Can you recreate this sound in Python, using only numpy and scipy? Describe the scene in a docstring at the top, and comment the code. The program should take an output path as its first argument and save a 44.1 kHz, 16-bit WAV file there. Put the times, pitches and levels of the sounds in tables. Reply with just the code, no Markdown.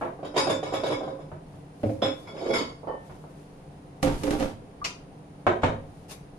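"""Steel utensil in a tiled kitchen

A steel utensil is jostled in an overhead rack, drawn out singing and laid on a wooden board.
A shelf is bumped, a china dish nudged, something clicks, a cupboard door knocks, a thin plastic glove rustles.
Blows are chattering contacts on resonant bodies; slides and rustles are streams of tiny slips.
An appliance adds rushing air, a thin hiss and a low hum.
The blows, slides and rustles reach two microphones mostly by way of the walls."""
import sys
import numpy as np
from scipy import signal
from scipy.fft import rfft, irfft
from scipy.io import wavfile
from scipy.ndimage import uniform_filter1d, map_coordinates

SR = 44100
rng = np.random.default_rng(int(sys.argv[2]) if len(sys.argv) > 2 else 0)


def dump(signal):
    """Clip the signal to [-1, 1] and save it as 16-bit WAV at the path in sys.argv[1]."""
    limited = np.clip(np.atleast_2d(signal).T, -1, 1)
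    pcm = np.round(limited * 32767).astype(np.int16)
    wavfile.write(sys.argv[1], SR, pcm)


N = 281358  # length in samples

# All levels in the tables are relative: body shapes are scaled to unit energy, layers have trims of their own.

# decay of the tiled walls: f/Hz, t60/s
WALL_DECAY = [(60, 0.99), (200, 0.43), (600, 0.4), (1500, 0.33), (4000, 0.33), (8000, 0.29), (14000, 0.2)]
# stereo balance over frequency, to which each path adds its pan: f/Hz, left minus right/dB
STEREO_LEAN = [(60, 2.5), (150, -7), (300, -6.5), (600, -7.5), (1200, 0), (3000, -6), (5200, 2.5),
               (9000, 1), (12000, -12.5)]
MIC_SPACING_M, TAIL = 0.17, 24000  # TAIL: length of the room's echo in samples
EDGE_HZ = 15200  # upper band limit

# rushing air of the still room: f/Hz, level/dB
AIR_COLOUR = [(12, -42), (20, -5.5), (102, -10), (119, -12), (149, 5.5), (201, -14.5), (216, -10.5),
              (292, -7.5), (315, -14), (366, -10), (520, -10), (561, -17), (703, -12), (1250, -24.5),
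              (8000, -45), (10400, -126), (17600, -120)]
# thin steady hiss: f/Hz, level/dB
WHINE_COLOUR = [(20, -51), (8500, -22), (8950, 9.5), (9200, 15.5), (9500, 6), (9900, 1), (12000, -29),
                (15000, -4)]
AIR_DB, WHINE_DB = -47, -72
# the appliance's motor tones: f/Hz, level/dB
HUM_TONES = [(100, -62.5), (146, -72.5), (194, -58.5), (292, -58.5)]

# movements of the gloved hand: t/s, level/dB, attack/s, release/s
GLOVE_GESTURES = [(0.0, -57, .01, 0.28), (1.56, -71, 0.13, 0.34), (1.91, -58.5, 0.19, 0.44),
                  (2.2, -63, 0.11, 0.23), (3.09, -63.5, 0.094, .7), (3.35, -71, .1, 2),
                  (6.0, -70.5, 0.18, 1.1), (6.117, -39.5, 0.04, 0.094)]
# colour of crinkling plastic: f/Hz, level/dB
CRINKLE_COLOUR = [(200, -17), (600, 8.5), (1500, -1.5), (3000, 0), (5500, -2), (8000, -5), (11000, -1.5),
                  (13000, -14.5), (15000, -16)]
GLOVE_REST_DB, GLOVE_HANDLING_DB, GLOVE_TRIM_DB = -74, -50, 1  # it never lies quite still

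# blows, one table for each thing: t/s, level/dB, chatter/s, bass tilt/dB, treble tilt/dB
SHELF_BLOWS = [(1.8325, -20.5, 0.0052, 5.5, 8), (1.891, -27.5, 0.0039, -4.5, 8),
               (1.938, -56, 0.0027, -12, -8), (2.018, -21.5, 0.0042, -11, -30)]
DOOR_BLOWS = [(0.012, -25.5, 0.023, -12, -6.5), (1.317, -37.5, 0.0046, 7.5, -8),
              (1.539, -45.5, 0.0027, 17, -36), (3.097, -42.5, 0.0093, 6, 2), (3.240, -46, 0.0011, 0, -29),
              (5.467, -15, 0.0057, -3.5, 1.5), (5.620, -42, 0.013, -8, 23), (5.634, -17, 0.0091, 4, 8.5),
              (5.69, -36.5, 0.045, 11, -22)]
CHINA_BLOWS = [(2.832, -40.5, 0.0061, 0.0014, -22), (2.872, -31, 0.0034, 0, 6.5),
               (2.896, -30, 0.0045, 0, 2), (2.937, -37.5, 0.0017, 0.0049, -1)]
CLICK_BLOWS = [(4.843, -33.5, 0.011, 0, 1), (4.8475, -29, 0.0072, 0, -0.5)]
# small hollow tick just before the click, same columns
TICK_BLOWS = [(4.8155, -35.5, 0.0021, -2, -14)]
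# resonances of shelf, door, china and tick: f/Hz, width/Hz, level/dB
SHELF_RINGS = [(112.4, 4.8, 2), (238, 9.3, 2.5), (308.7, 14, -2), (434, 71, -12), (532, 36, 2),
               (642, 12, -14)]
DOOR_RINGS = [(105.4, 11, 7.5), (300, 95, 5), (368, 20, 12.5), (445, 130, 5.5), (650, 49, 8.5),
              (896, 29, 2), (1240, 160, -23), (1310, 62, -14.5), (1440, 46, -13), (2140, 130, -11)]
CHINA_RINGS = [(546, 130, 1), (870, 130, -5), (1090, 37, -1.5), (1800, 5.5, -3), (3030, 6.6, -15.5),
               (4500, 42, -34)]
TICK_RINGS = [(1183, 44, 7), (1300, 70, -20)]
# broad colour of shelf, door, china and click: f/Hz, level/dB
SHELF_COLOUR = [(40, -30), (75, -11), (105, 0), (170, -15), (250, 9.5), (400, -8), (640, -2), (800, -26),
                (1100, -23.5), (2500, -34), (5000, -55), (12000, -94)]
DOOR_COLOUR = [(30, -18), (60, -17.5), (105, -3), (190, -10.5), (300, -20.5), (480, -3), (650, -5.5),
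               (920, -6), (1650, -16.5), (2500, -28), (3700, -34.5), (4800, -48), (7300, -49.5),
               (15000, -81)]
CHINA_COLOUR = [(100, -17), (400, -3), (600, 7), (1100, -1), (1600, -38), (4000, -42), (10000, -66)]
CLICK_COLOUR = [(410, -8.5), (700, -6), (1070, -4), (1670, -9.5), (2560, 2), (3480, -7), (4920, -4.5),
                (7220, -11.5), (8980, -22), (11300, -23.5), (15000, -55)]

# the utensil lands on the board and is shoved into place: t/s, blow level/dB, drag level/dB, drag hold/s
BOARD_SHOVES = [(4.028, -18.5, -28.5, 0.048), (4.234, -25, -34, 0.042), (4.307, -24, -28.5, 0.016),
                (4.398, -28, -30, 0.022)]
# resonances of the wooden board: f/Hz, width/Hz, level/dB
BOARD_RINGS = [(34, 9.4, -12), (100, 6.9, 4), (296, 23, 9.5), (357, 71, 3), (429, 19, 3), (538, 10, 2.5),
               (802, 28, -5), (923, 52, -12), (1167, 40, -12)]
# broad knock of the board: f/Hz, level/dB
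BOARD_COLOUR = [(12, -42), (20, -3), (64, -44), (103, -12), (235, -32), (286, 10), (328, -17), (421, 1),
                (484, -24), (525, -1), (587, -10.5), (1050, -24), (1140, -19.5), (10800, -35), (15000, -53)]
# steel dragged on wood: f/Hz, level/dB
DRAG_COLOUR = [(100, -6), (200, -4.5), (320, -5), (560, -1.5), (1100, -10), (2000, -17), (5000, -26.5),
               (10500, -37), (15000, -57)]
# rumble of the worktop: f/Hz, level/dB
COUNTER_COLOUR = [(15, -7), (30, -3), (55, -23), (105, -7), (170, -20.5), (400, -40), (1500, -68)]
SHOVE_CHATTER_S, DRAG_ATTACK_S, DRAG_RELEASE_S = 0.0052, 0.004, 0.31
SHOVE_BASS_DB, SHOVE_TREBLE_DB = 3, -1
SETTLE_S, SETTLE_DB, SETTLE_TREBLE_DB = 0.036, -5, -33  # then the handle comes down, later and duller
HANDLING_S, HANDLING_RELEASE_S = 0.434, 0.21  # the hand stays on it this long after the landing
HANDLING_SLIP_DB, WORKTOP_DB = -40, -35

# modes of the utensil: f/Hz, width/Hz, clatter level/dB, edge-tap level/dB, slide level/dB
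STEEL_RINGS = [(1076, 380, 7, -2, 8), (1358, 50, -3, -48, 10), (2175, 42, -26, -13, 12.5),
               (2209, 28, 5.5, 2.5, 9), (3120, 50, 4, -24, -11), (3380, 19, 0, 10.5, 12.5),
               (3475, 14.3, 3, 14.5, 5), (3686, 38, -4.5, 3, -21), (3803, 50, 4, -6, -16),
               (4540, 25, -1, -58, 2.5), (4620, 79, 3.5, -27, -11), (5120, 36, 0.5, 3, 11),
               (4800, 17, -34, -27, -45), (6540, 29, 1, -35, -21), (6920, 35, -4, -22, -29),
               (7190, 19, 0, -5, -3), (7250, 25, -28, -28, -18), (8560, 33, -8.5, -21, -21),
               (9600, 29, -7.5, -13, -7.5), (9860, 16, -14, -19, -23), (10650, 120, -19.5, -25, -13),
               (11200, 33, -43, -30, -16), (12110, 31, -21, -26, -18), (12850, 17, -39, -34, -31),
               (13850, 40, -48, -51, -44)]
# bare contact of steel: f/Hz, level/dB
CLACK_COLOUR = [(300, -35.5), (900, 20), (1700, 14.5), (2700, 9.5), (3700, 2), (4200, -36), (5400, 4),
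                (7400, -15), (8100, -53), (10500, -48), (12500, -38), (13400, -106)]
# broad knock of the rack: f/Hz, level/dB
RACK_COLOUR = [(30, -43), (70, -20), (110, -3.5), (190, -17.5), (300, 0.5), (560, 0), (760, -1.5),
               (1000, -17.5), (1600, -18.5), (3000, -59), (8000, -89)]
# resonances of the rack: f/Hz, width/Hz, level/dB
RACK_RINGS = [(322, 33, -2), (462, 23, -10), (540, 30, 2.5), (616, 44, 0), (746, 54, -17), (994, 81, -1.5)]
# the utensil is jolted, strikes the rack and rebounds:
# t/s, thud level/dB, ring level/dB, time to the rebound/s, rebound level/dB
RACK_JOLTS = [(0.190, -39, -70, .02, -15), (0.229, -33.5, -50, .018, 1.5), (0.342, -33.5, -46, 0.016, 5),
              (0.364, -24.5, -26.5, 0.013, 0.5), (0.469, -22.5, -34.5, .027, 2.5),
              (0.629, -28.5, -39, 0.034, -6), (0.724, -28.5, -44, .013, -2), (0.737, -28, -33, 0.017, -9),
              (0.835, -24, -35, .028, -4.5), (0.902, -26.5, -37.5, 0.018, 0),
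              (1.006, -33.5, -55.5, 0.024, 1.5), (1.076, -31.5, -54, 0.017, -7),
              (1.189, -41, -61, 0.015, -3)]
# the utensil's edge is tapped: t/s, thud level/dB, ring level/dB, clack level/dB, chatter/s
EDGE_TAPS = [(2.019, -22.5, -26.5, -33, 0.014), (2.056, -32.5, -32.5, -34.5, 0.0048)]
STRIKE_CHATTER_S, REBOUND_CHATTER_S = 0.0075, 0.011
REBOUND_THUD_DB, REBOUND_RING_DB = -2, 3.5  # the rebound is lighter on the rack and brighter on the steel
JOLT_RING_DB, JOLT_CLACK_DB = -1, -3  # trims on the ring level of a jolt
EDGE_AT_FIRST, EDGE_PER_S = 0.07, 0.38  # worked loose, it turns onto its edge (share 0-1)
# rubbing on the rack between jolts: t/s, attack/s, hold/s, release/s
RUB_TIMING = (.68, .08, .26, .4)
RUB_DB, RUB_STEEL_DB = -40.5, -9  # overall level; steel against rack

# drawn out in one stroke: t/s, effort level/dB
DRAW_STROKE = [(2.22, -52), (2.336, -39.5), (2.454, -24.5), (2.55, -22.5), (2.584, -28.5), (2.618, -28),
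               (2.72, -66)]
# the tip drags over the rim: t/s, attack/s, hold/s
RIM_DRAG = (2.54, .012, .045)
RIM_DB, RIM_RELEASE_S, RIM_SONG_DB = -34, 0.31, 1
SING_DB, SING_FOLLOWS = -36, 0.55  # singing at full effort, and its dB per dB of effort
SCRAPE_DB, SCRAPE_FOLLOWS = -42.5, 0.9  # the same for the scraping
BARE_SCRAPE_DB, RUMBLE_DB = -4, -24  # bare contact against ringing scrape; rumble at full effort
RUMBLE_PITCH, RUMBLE_SAG_PER_S = 1.3, 1.3  # pitch factor of the rack as the stroke starts, and its fall
SONG_BEND = 0.015  # power of the rumble's pitch factor that the song follows


def amp(db):
    """Turns decibels into a gain."""
    return 10 ** (np.asarray(db) / 20)


def unit(x):
    """Scales to an energy of one."""
    return x / np.sqrt(np.sum(x ** 2) + 1e-20)


def read(points, hz):
    """Reads a curve between its points on a logarithmic frequency axis."""
    f, value = np.transpose(points)
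    return np.interp(np.log(hz + 1), np.log(f + 1), value)


def add(mix, s, sound):
    """Lays a sound into the mix at s seconds."""
    part = mix[max(round(s * SR), 0):][:len(sound)]
    part += sound[:len(part)]


def wander(per_s):
    """A random curve of straight segments, with so many knots a second."""
    knots = np.arange(0, N + SR, SR / per_s)
    return np.interp(np.arange(N), knots, rng.standard_normal(len(knots)))


def gesture(s, db, attack_s, hold_s, release_s):
    """A gain that rises until s, holds, then dies by 60 dB over the release."""
    t = np.arange(N) / SR - s
    rise = np.clip(1 + t / max(attack_s, 1e-3), 0, 1)
    fall = np.exp(-np.log(1000) * np.maximum(t - hold_s, 0) / max(release_s, 1e-3))
    return amp(db) * rise * fall


def colour(points, size=4096):
    """The causal (minimum-phase) response that has a given spectrum."""
    hz = abs(np.fft.fftfreq(size, 1 / SR))
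    log_gain = np.log(amp(np.maximum(read(points, hz), -100)))
    return unit(np.fft.ifft(np.exp(signal.hilbert(log_gain).conj())).real)


def ring(modes, detune=0., size=12000):
    """Resonances that build within a cycle and die; where a thing is touched shifts each of them a little."""
    hz, width, db = np.transpose(modes)[:, :, None]
    t = np.arange(size) / SR
    shift = 1 + detune * rng.standard_normal(hz.shape)
    envelope = (1 - np.exp(-2 * hz * t)) * np.exp(-np.pi * width * t)
    # weighting by width makes the level that of the spectral peak
    partials = amp(db) * width * envelope * np.sin(2 * np.pi * hz * shift * t)
    return unit(np.sum(partials, 0))


def body(points, modes, ring_db):
    """A broad knock together with the resonances that stand out of it."""
    response = amp(ring_db) * ring(modes)
    add(response, 0, colour(points))
    return unit(response)


def whiten(x, size):
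    """Evens out a random response so that it favours no band."""
    z = rfft(x, 2 * x.shape[-1])
    smooth_power = uniform_filter1d(abs(z) ** 2, size)
    return irfft(z / np.sqrt(smooth_power + 1e-12))[..., :x.shape[-1]]


def grit(per_s, size):
    """Tiny contacts of random size at random moments."""
    return rng.standard_normal(size) * (rng.random(size) < per_s / SR)


def contact(chatter, size=6000):
    """One touch and the dying chatter of small bounces behind it."""
    chatter = max(chatter, 1e-3)
    bounces = unit(grit(3000, size) * np.exp(-np.arange(size) / SR / chatter))
    bounces[0] += 0.0063 / chatter  # the shorter the chatter, the more the first touch stands out
    return unit(whiten(bounces, size=60))


def blow(response, db, chatter):
    """A blow on a body; its level is the mean over 36 ms, since the room spreads the energy."""
    return amp(db) * np.sqrt(0.036 * SR) * unit(signal.fftconvolve(contact(chatter), response))


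def knocks(rows, response):
    """Heavy blows bring out the bass of a thing, hard ones its treble."""
    out = np.zeros(N)
    for s, db, chatter, bass_db, treble_db in rows:
        touch = colour([(110, bass_db), (350, 0.023), (1200, 0.016), (5000, treble_db)], size=1024)
        add(out, s, blow(signal.fftconvolve(response, touch), db, chatter))
    return out


def rub(response, per_s, clump_db=-1.0):
    """A stream of tiny slips, coming in clumps, excites a thing."""
    slips = grit(per_s, N) * amp(clump_db * wander(per_s=120))
    return signal.oaconvolve(unit(slips) * np.sqrt(N), response)[:N]


def glide(x, factor):
    """Bends every resonance of a steady sound by reading it at a varying speed."""
    return map_coordinates(x, [np.cumsum(factor)], order=3, mode="wrap")


def two_ports(z, hz):
    """Sound from all sides is alike at both microphones only where its waves are long."""
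    same = np.sinc(2 * hz * MIC_SPACING_M / 343)  # 343 m/s: speed of sound
    shared, apart = np.sqrt(1 + same) * z[0], np.sqrt(1 - same) * z[1]
    return np.array([shared + apart, shared - apart]) / np.sqrt(2)


def kitchen(x, early_db, pan_db, early_s=0.014, direct_db=-14):
    """One path across the room: direct sound, strong first reflections, then the tail of the tiled walls."""
    t, hz = np.arange(TAIL) / SR, np.fft.rfftfreq(TAIL, 1 / SR)
    taps = np.array([grit(5000, TAIL), grit(5000, TAIL)]) * (1 + amp(early_db) * np.exp(-t / early_s))
    # each band dies at the rate of the walls
    f, when, z = signal.stft(taps, SR, nperseg=256)
    decay = amp(-60 * when / read(WALL_DECAY, f)[:, None])
    taps = unit(signal.istft(z * decay, SR, nperseg=256)[1][:, :TAIL])
    taps[0, 0] += amp(direct_db)  # direct sound, in the part both microphones share
    taps = whiten(irfft(two_ports(rfft(whiten(taps, size=60)), hz)), size=60)
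    # half the balance to each side
    taps = irfft(rfft(taps) * amp(np.outer([.5, -.5], read(STEREO_LEAN, hz) + pan_db)))
    taps *= np.minimum(1, 8 * (1 - t / t[-1]))  # fade over the last eighth
    return signal.oaconvolve(x[None], unit(taps) * np.sqrt(2), axes=1)[:, :N]


def appliance(waver_rad=1.0):
    """Steady rush of air and thin hiss as shaped noise, and a motor hum of sines with wavering phase."""
    hz, t = np.fft.rfftfreq(N, 1 / SR), np.arange(N) / SR
    air_shape = amp(AIR_DB) * unit(amp(read(AIR_COLOUR, hz)))
    hiss_shape = amp(WHINE_DB) * unit(amp(read(WHINE_COLOUR, hz)))
    noise = rfft(rng.standard_normal((2, N)))
    air = irfft(two_ports(noise, hz) * (air_shape + hiss_shape), N) * np.sqrt(len(hz))
    knots = np.linspace(0, t[-1], 40)
    hum = np.zeros(N)
    for f, db in HUM_TONES:
        drift = waver_rad * np.interp(t, knots, rng.standard_normal(len(knots)))
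        hum += amp(db) * np.sqrt(2) * np.sin(2 * np.pi * f * t + drift)
    return air + hum


def handling():
    """How firmly the hand works on the board, from the landing until it lets go."""
    return gesture(BOARD_SHOVES[0][0], 0, 0.012, HANDLING_S, HANDLING_RELEASE_S)


def glove():
    """Thin plastic crinkles in tiny slips as the hand moves, and all the while it works on the board."""
    motion = amp(GLOVE_REST_DB) + amp(GLOVE_HANDLING_DB) * handling()
    for s, db, attack, release in GLOVE_GESTURES:
        motion = motion + gesture(s, db, attack, 0, release)
    crinkle = rub(colour(CRINKLE_COLOUR), per_s=2500, clump_db=-1.5)
    return kitchen(amp(GLOVE_TRIM_DB) * motion * crinkle, early_db=15, pan_db=6.0)


def lay_down():
    """Each shove knocks on the board, settles and drags over it; the worktop rumbles under the hand."""
    board = body(BOARD_COLOUR, BOARD_RINGS, ring_db=-3.5)
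    landings, settlings, drag = [], [], np.zeros(N)
    for s, blow_db, drag_db, hold in BOARD_SHOVES:
        landings.append((s, blow_db, SHOVE_CHATTER_S, SHOVE_BASS_DB, SHOVE_TREBLE_DB))
        settlings.append((s + SETTLE_S, blow_db + SETTLE_DB, SHOVE_CHATTER_S, SHOVE_BASS_DB, SETTLE_TREBLE_DB))
        drag += gesture(s + DRAG_ATTACK_S, drag_db, DRAG_ATTACK_S, hold, DRAG_RELEASE_S)
    blows = knocks(landings, board) + knocks(settlings, board)
    drag_gain = drag + amp(HANDLING_SLIP_DB) * handling()
    dragging = drag_gain * rub(body(DRAG_COLOUR, BOARD_RINGS, ring_db=-2), per_s=700, clump_db=2.5)
    rumble = amp(WORKTOP_DB) * handling() * rub(colour(COUNTER_COLOUR), per_s=430, clump_db=-7.5)
    return blows + dragging + rumble


def dishes():
    """Blows on shelf, board, cupboard door and china, and a click, each along its own path in the room."""
    shelf = knocks(SHELF_BLOWS, body(SHELF_COLOUR, SHELF_RINGS, ring_db=1.0))
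    door = knocks(DOOR_BLOWS, body(DOOR_COLOUR, DOOR_RINGS, ring_db=-6))
    china = knocks(CHINA_BLOWS, body(CHINA_COLOUR, CHINA_RINGS, ring_db=-2.5))
    click = knocks(CLICK_BLOWS, colour(CLICK_COLOUR)) + knocks(TICK_BLOWS, ring(TICK_RINGS))
    return (kitchen(shelf, early_db=7.5, pan_db=5.0, early_s=0.02, direct_db=-28)
            + kitchen(lay_down(), early_db=14.5, pan_db=1, direct_db=-15.5)
            + kitchen(door, early_db=-0.5, pan_db=3.5, direct_db=-11.0)
            + kitchen(china, early_db=6, pan_db=2)
            + kitchen(click, early_db=10, pan_db=4))


def steel_modes():
    """The utensil's modes as they sound when clattering, tapped on the edge and sliding."""
    hz, width, *levels = np.array(STEEL_RINGS, float).T
    return [np.column_stack([hz, width, db]) for db in levels]


def jostle():
    """Light rubbing of steel on the rack while it is worked loose."""
    flat, edge, _ = steel_modes()
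    steel = rub(ring((flat + edge) / 2), per_s=520)
    rack = rub(body(RACK_COLOUR, RACK_RINGS, ring_db=12), per_s=650)
    start, *shape = RUB_TIMING
    return gesture(start, RUB_DB, *shape) * (rack + amp(RUB_STEEL_DB) * steel)


def clatter():
    """Each touch thuds in the rack and rings the steel; jolts never ring twice with quite the same colour."""
    flat, edge, _ = steel_modes()
    rack, clack = body(RACK_COLOUR, RACK_RINGS, ring_db=-6.5), colour(CLACK_COLOUR)
    out = np.zeros(N)
    for start, thud_db, ring_db, gap, rebound_db in RACK_JOLTS:
        share = np.clip(EDGE_AT_FIRST + EDGE_PER_S * (start - RACK_JOLTS[0][0]), 0, 1)
        strike = (start, thud_db, ring_db, STRIKE_CHATTER_S)
        rebound = (start + gap, thud_db + rebound_db + REBOUND_THUD_DB,
                   ring_db + rebound_db + REBOUND_RING_DB, REBOUND_CHATTER_S)
        for s, thud, bright, chatter in (strike, rebound):
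            modes = flat + share * (edge - flat)
            modes[:, 2] += 3.5 * rng.standard_normal(len(modes))  # dB of chance in each mode
            add(out, s, blow(rack, thud, chatter))
            add(out, s, blow(ring(modes, detune=0.0128), bright + JOLT_RING_DB, chatter))
            add(out, s, blow(clack, bright + JOLT_CLACK_DB, chatter))
    dull_clack = signal.fftconvolve(clack, colour([(1000, 0), (5500, 0), (8000, -11)], size=512))
    for s, thud_db, ring_db, clack_db, chatter in EDGE_TAPS:
        add(out, s, blow(rack, thud_db, chatter))
        add(out, s, blow(ring(edge, detune=0.0018), ring_db, chatter))
        add(out, s, blow(dull_clack, clack_db, chatter))
    return out


def slide():
    """Steel slides out singing and scrapes over the rim; the rumble sinks as the contact point moves."""
    flat, _, sliding = steel_modes()
    t = np.arange(N) / SR
    when, db = np.transpose(DRAW_STROKE)
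    effort = amp(np.interp(t, when, db - db.max(), left=-150, right=-150))  # 1 at the strongest
    rim_start, *rim_shape = RIM_DRAG
    rim = gesture(rim_start, RIM_DB, *rim_shape, RIM_RELEASE_S)
    elapsed = np.clip(t, when[0], when[-1]) - when[0]
    pitch = RUMBLE_PITCH - RUMBLE_SAG_PER_S * elapsed
    song_pitch = pitch ** SONG_BEND * (1 + 0.011 * wander(per_s=30))
    sliding_rack = body(RACK_COLOUR, [(378, 33, -1.8), (513, 160, 0.61)], ring_db=6)
    rumble = glide(rub(sliding_rack, per_s=1100, clump_db=2), pitch)
    song = glide(rub(ring(sliding), per_s=1100, clump_db=8.5), song_pitch)
    bare_scrape = rub(colour(CLACK_COLOUR), per_s=1900, clump_db=11.5)
    scrape = rub(ring(flat), per_s=1100, clump_db=0.5) + amp(BARE_SCRAPE_DB) * bare_scrape
    song_gain = amp(SING_DB) * effort ** SING_FOLLOWS + amp(RIM_SONG_DB) * rim
    scrape_gain = amp(SCRAPE_DB) * effort ** SCRAPE_FOLLOWS + rim
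    return amp(RUMBLE_DB) * effort * rumble + song_gain * song + scrape_gain * scrape


def utensil():
    """The rack is overhead, well away from the microphones; clatter and slide take their own paths."""
    return (kitchen(clatter() + jostle(), early_db=0.0, pan_db=3.5, direct_db=-10.5)
            + kitchen(slide(), early_db=10, pan_db=3.0, direct_db=-7.5))


def scene():
    """The whole kitchen at both microphones, from the background to the utensil."""
    return appliance() + glove() + dishes() + utensil()


def record(dry):
    """The recorder's band limit: a steep low-pass."""
    low_pass = signal.firwin(511, EDGE_HZ, window=("kaiser", 9), fs=SR)
    return signal.oaconvolve(dry, low_pass[None], "same")


dry = scene()
out = record(dry)
dump(out)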